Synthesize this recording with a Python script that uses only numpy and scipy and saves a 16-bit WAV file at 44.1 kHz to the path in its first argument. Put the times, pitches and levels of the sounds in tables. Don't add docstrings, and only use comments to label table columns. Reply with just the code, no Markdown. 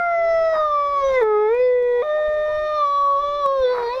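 import sys
import numpy as np
from scipy import signal
from scipy.fft import rfft, irfft
from scipy.io import wavfile

SR = 44100
rng = np.random.default_rng(int(sys.argv[2]) if len(sys.argv) > 2 else 0)


def dump(signal):
    limited = np.clip(np.atleast_2d(signal).T, -1, 1)
    pcm = np.round(limited * 32767).astype(np.int16)
    wavfile.write(sys.argv[1], SR, pcm)


N = 176400

# start_s, level_db
MOUTH_TICKS = [(1.232,-29),(1.548,-36),(1.571,-49.5),(1.596,-40),(1.616,-40.5),(1.827,-37.5),(3.462,-26)]


def wolf():
    # time_s, pitch_hz, first_harmonic_db, second_harmonic_db
    opening_tone = [(0.02, 698.6, -24, -22), (0.162, 677, -21, -31), (0.32, 662.5, -19.5, -29.5),
                    (0.486, 648, -18.5, -31), (0.516, 644.5, -21.5, -31.5), (0.53, 642.5, -17.5, -33),
                    (0.565, 626.3, -21.5, -26.5), (0.598, 620.4, -19, -23), (0.72, 591, -26, -19),
                    (0.796, 577.4, -26.5, -19.5), (0.942, 568.2, -28, -18.5), (1.002, 555.4, -32, -22),
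                    (1.042, 545.3, -19, -21.5), (1.078, 541.7, -20.5, -27.5), (1.154, 519.5, -21.5, -24.5),
                    (1.184, 508.1, -17.5, -25), (1.208, 490.4, -19.5, -35)]
    low_tone = [(1.223, 443.7, -17, -25), (1.238, 435, -19.5, -29.5), (1.362, 419.6, -19, -28),
                (1.474, 429.3, -19.5, -27.5), (1.548, 482.4, -18.5, -35), (1.59, 497.3, -19.5, -41.5),
                (1.601, 499, -16.5, -42), (1.636, 503.4, -16.5, -42), (1.813, 491, -18, -46),
                (1.91, 487, -17, -40.5), (2.02, 485.6, -17.5, -36.5)]
    closing_tone = [(2.028, 608.4, -28, -27.5), (2.044, 608.5, -24.5, -35.5), (2.104, 604.3, -18.5, -30),
                    (2.158, 609.8, -18, -36.5), (2.39, 606.4, -18.5, -36.5), (2.658, 610.2, -21, -32.5),
                    (2.768, 604.2, -22.5, -22), (2.794, 597, -23.5, -18), (2.862, 570.6, -31, -17),
                    (2.978, 567.2, -33, -17), (3.18, 558, -26, -20.5), (3.219, 578.7, -33.5, -22),
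                    (3.24, 573, -25.5, -20), (3.384, 581.2, -25, -28), (3.439, 566.2, -28, -19),
                    (3.466, 548, -22.5, -19), (3.545, 544.6, -23.5, -22.5), (3.626, 519.3, -20, -29),
                    (3.648, 504.7, -16, -38.5), (3.675, 496.5, -19, -40.5), (3.714, 501.5, -20, -29.5),
                    (3.756, 493.4, -24, -31.5), (3.877, 467.3, -24.5, -29), (3.933, 500, -32, -26.5),
                    (3.978, 527.3, -24, -32.5), (4.0, 518.6, -37, -26.5)]
    # time_s, level_db
    third_levels = [(0,-34.5),(.2,-31.5),(.53,-34),(.73,-53),(.93,-54),(1.05,-42),(1.22,-35),(1.33,-25.5),(1.5,-35.5),(1.65,-53),(2.02,-47.5),(2.12,-35.5),(2.65,-37),(2.87,-54),(3.12,-55),(3.45,-50),(3.7,-36),(4,-51.5)]
    fourth_levels = [(0,-71),(.45,-52.5),(.68,-69.5),(.77,-45),(1.1,-43.5),(1.175,-24),(1.24,-41.5),(1.52,-42),(1.6,-38.5),(2.01,-35.5),(2.05,-56.5),(2.85,-47.5),(3.15,-70),(3.25,-51),(3.42,-54),(3.52,-99),(3.68,-42),(3.81,-54),(3.9,-37.5),(4,-68)]
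    # time_s, level_db
    rasp_levels = [(0,-46.5),(.48,-49),(.7,-49.5),(.95,-51.5),(1.1,-43),(1.27,-51.5),(1.48,-57.5),(1.55,-49.5),(1.65,-55.5),(2.01,-62),(2.08,-49.5),(2.75,-52),(2.92,-61.5),(3.55,-54.5),(3.7,-44.5),(4,-47)]
    air_levels = [(0,-65.5),(.4,-62.5),(.85,-68),(1.08,-58.5),(1.22,-54.5),(1.27,-82.5),(1.8,-70),(1.94,-62.5),(2.8,-60),(3.1,-62.5),(3.6,-60),(3.8,-59),(4,-56)]
    # frequency_hz, gain_db
    rasp_colour = [(150,-43),(350,-19.5),(550,3.5),(800,0.5),(1200,-2.5),(1600,-10),(2100,-5.5),(2750,-19),(3600,-22.5),(4800,-22.5),(6000,-36),(8000,-38),(14000,-51.5)]
    air_colour = [(1500,-8.5),(2200,-2.5),(2800,-21),(3700,4),(4300,-10),(4750,-22),(5900,-12.5),(7500,-19),(14000,-19.5)]
    growl_colour = [(200,-40.5),(450,-19),(600,-6),(760,0),(980,9),(1300,7.5),(1550,-5),(2100,-7.5),(2700,-28),(3700,-26),(6000,-41.5)]
    pitch, first_db, second_db = in_time(opening_tone, low_tone, closing_tone)
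    low_gains = from_db([first_db, second_db] + in_time(third_levels) + in_time(fourth_levels))
    rasp, air = from_db(in_time(rasp_levels) + in_time(air_levels))
    rough = roughness()
    pitch_shake = (.001 + .17 * (rasp + rough)) * drift(hz=53)
    phase = 2 * np.pi * np.cumsum(pitch * (1 + pitch_shake)) / SR
    numbers, sines = harmonics(phase, count=14)
    high_gains = overtones(numbers[len(low_gains):] * pitch, strain=(air / air.max()) ** 2)
    tone = np.sqrt(2) * np.sum(np.vstack([low_gains, high_gains]) * sines, axis=0)
    tone *= from_db(.25 * drift(hz=57))
    grain = from_db(3 * drift(hz=90))
    growl = rough * rms_one(noise(growl_colour) * grain)
    breath = rasp * noise(rasp_colour) + growl + air * noise(air_colour)
    fold_pulses = 1 + .5 * np.cos(phase)
    return tone * (1 + flutter() + swell()) + breath * fold_pulses


def overtones(hz, strain):
    # time_s, level_db
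    treble_levels = [(0.0, -72.5), (0.3, -57), (0.55, -56), (0.7, -59), (0.95, -55.5), (1.15, -51),
                     (1.26, -69), (1.6, -63.5), (1.75, -69.5), (2.1, -58.5), (2.25, -60.5), (2.8, -57.5),
                     (3.12, -63), (3.27, -56), (3.8, -68), (4.0, -66.5)]
    treble, = from_db(in_time(treble_levels))
    rattle = 1 + .55 * strain * np.array([drift(hz=130) for _ in hz])
    waver_db = (1.8 + 2.5 * strain) * np.array([drift(hz=12) for _ in hz])
    return treble * throat(hz) * from_db(flares(hz) + waver_db) * rattle


def throat(hz):
    # frequency_hz, narrow_db, half_open_db, wide_db
    resonances = [(2030,14,28,5.5),(2417,15.5,14,29),(2770,-1.5,-12.5,-12.5),(3555,16.5,13,3),(3680,9,7.5,9.5),(3950,24.5,-4.5,-4),(4220,15,-7.5,-5.5),(4750,-5,-14.5,-5.5),(5065,-8,-8,23.5),(5600,13,-15,1),(6100,-6.5,-14.5,-3.5),(6980,-20,-18,-21.5),(8300,-33,-33.5,-31)]
    # time_s, opening (0 narrow to 1 wide)
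    jaw = [(0,0.97),(1.1,0.6),(1.4,0.59),(2.1,0.52),(2.75,0.2),(3.3,0.31),(3.65,0.08),(4,0.2)]
    opening, = in_time(jaw)
    frequencies, *shapes = np.transpose(resonances)
    shares = [np.clip(1 - abs(2 * opening - i), 0, 1) for i in range(len(shapes))]
    return from_db(sum(share * np.interp(hz, frequencies, shape) for share, shape in zip(shares, shapes)))


def flares(hz):
    # time_s, frequency_hz, boost_db
    boosts = [(1.08,6000,16),(1.561,2646,17.5),(1.64,5100,16),(1.66,4450,15.5),(3.639,3566,14.5),(3.722,4700,20.5),(0.591,3700,5.5),(3.87,4390,13.5),(3.87,4690,21),(3.93,3900,10),(3.98,2630,13),(3.99,4980,19)]
    t = np.arange(N) / SR
    width_s, width_hz = .045, 224
    return sum(db * bell(t - s, width_s) * bell(hz - centre, width_hz) for s, centre, db in boosts)


def roughness():
    # peak_s, rise_s, fall_s, level_db
    patches = [(.555,0.026,0.049,-34),(1.22,0.016,0.0082,-36.5),(2.82,0.019,0.015,-45),(3.765,0.024,0.063,-30)]
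    t = np.arange(N) / SR
    return sum(from_db(db) * bell(t - s, np.where(t < s, rise, fall)) for s, rise, fall, db in patches)


def flutter():
    # start_s, beat_hz, depth (share of the tone)
    breaks = [(1.211,69.2,0.49),(2.022,114,0.58)]
    out, t = 0, np.arange(N) / SR
    fade_s = .018
    for s, hz, depth in breaks:
        age = np.maximum(t - s, 0)
        out = out + depth * np.sin(2 * np.pi * hz * age) * np.exp(-age / fade_s)
    return out


def swell():
    t = np.arange(N) / SR
    boost_db, rise_s = 17.5, .02
    return sum(from_db(db + boost_db) * (t < s) * np.exp(-abs(t - s) / rise_s) for s, db in MOUTH_TICKS)


def mouth_ticks():
    out, t = np.zeros(N + SR), np.arange(SR // 50) / SR
    click_hz, thud_hz, crackle_s = 1300, 160, .00045
    click = np.exp(-2 * np.pi * click_hz * t)
    thud = .36 * np.exp(-2 * np.pi * thud_hz * t)
    for s, db in MOUTH_TICKS:
        crackle = .13 * rng.standard_normal(len(t)) * np.exp(-t / crackle_s)
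        start = int(s * SR)
        out[start:start + len(t)] += from_db(db) * (click + thud + crackle)
    return out[:N]


def far_wolves():
    # step_db from one harmonic to the next, then rows of time_s, pitch_hz, level_db
    howls = [ (-11.5, [(.1,385,-69),(.2,394.5,-46.5),(.3,414,-47),(.7,385,-59),(.92,380,-54),(1.1,410,-54),(1.4,400,-65.5),(2.3,393.4,-55.5)]),
             (-13.5, [(2.05,470,-69),(2.2,507.7,-42.5),(2.3,461,-47),(2.42,415,-51),(2.6,378,-54.5),(3.5,380,-52),(3.8,395,-43),(4,407.4,-51)]),
             (-13, [(3.7,620.7,-63),(3.78,651.5,-44),(3.9,650,-70.5),(3.94,579.5,-34),(4,575,-40)]),
             (-22, [(1.97,797,-51.5),(2.2,780,-49)]), (0, [(2.44,475,-64),(2.51,492,-51),(2.57,484,-67)])]
    out, t = np.zeros(N), np.arange(N) / SR
    fade_s, wander_db = .04, 4
    for step_db, rows in howls:
        pitch, db = in_time(rows)
        start_s, end_s = rows[0][0], rows[-1][0]
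        fade = np.clip(np.minimum(t - start_s, end_s - t) / fade_s + 1, 0, 1)
        phase = 2 * np.pi * np.cumsum(pitch * (1 + .004 * drift(hz=12))) / SR
        _, sines = harmonics(phase, count=3)
        for k, sine in enumerate(sines):
            out += np.sqrt(2) * fade * from_db(db + step_db * k + wander_db * drift(hz=9)) * sine
    return out


def trees(voices):
    t = np.arange(N) / SR
    echo_s = .12
    fade = from_db(-60 * t / echo_s)
    dull_noise = signal.sosfilt(signal.butter(1, 2500, fs=SR, output="sos"), rng.standard_normal(N))
    tail = dull_noise * fade / np.sqrt(np.sum(fade ** 2))
    return from_db(-11) * signal.fftconvolve(voices, tail)[:N]


def wind():
    # frequency_hz, gain_db
    rumble_colour = [(15,5.5),(55,2.5),(90,-5),(160,-14.5),(280,-21),(800,-50)]
    # peak_s, width_s, level_db
    air_bumps = [(0.364,0.048,-41.5),(1.117,0.055,-42),(2.288,0.0067,-36),(2.38,0.018,-48),(2.555,0.091,-44.5),(3.293,0.013,-45),(3.605,0.0097,-35.5)]
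    t = np.arange(N) / SR
    bumps = sum(from_db(db) * bell(t - s, width) for s, width, db in air_bumps)
    gusts = from_db(-52 + 2.5 * drift(hz=3.3))
    return (gusts + bumps) * noise(rumble_colour)


def still_air():
    # frequency_hz, gain_db
    hush_colour = [(20,10.5),(100,-4),(220,-3.5),(450,2.5),(900,-3.5),(1500,-12.5),(3000,-23),(7000,-31),(14000,-35.5)]
    return from_db(-54.5) * noise(hush_colour)


def from_db(db):
    return 10 ** (np.asarray(db) / 20)


def rms_one(x):
    return x / np.sqrt(np.mean(x ** 2) + 1e-20)


def bell(distance, width):
    return np.exp(-.5 * (distance / width) ** 2)


def in_time(*tables):
    s, *columns = np.vstack(tables).T
    return [np.interp(np.arange(N) / SR, s, column) for column in columns]


def noise(colour):
    frequencies, db = np.transpose(colour)
    hz = np.arange(N // 2 + 1) * SR / N
    gain = from_db(np.interp(np.log(hz + 1), np.log(frequencies), db))
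    return rms_one(irfft(rfft(rng.standard_normal(N)) * gain, N))


def drift(hz):
    smoothing = signal.butter(2, hz, fs=SR, output="sos")
    return rms_one(signal.sosfilt(smoothing, rng.standard_normal(N + SR))[SR:])


def harmonics(phase, count):
    numbers = np.arange(1, count + 1)[:, None]
    return numbers, np.sin(numbers * phase)


def scene():
    voices = wolf() + mouth_ticks() + far_wolves()
    return (voices + trees(voices) + wind() + still_air())[None]


def record(dry):
    cutoff_hz = 14400
    return signal.sosfilt(signal.ellip(10, .1, 80, cutoff_hz, fs=SR, output="sos"), dry)


dry = scene()
out = record(dry)
dump(out)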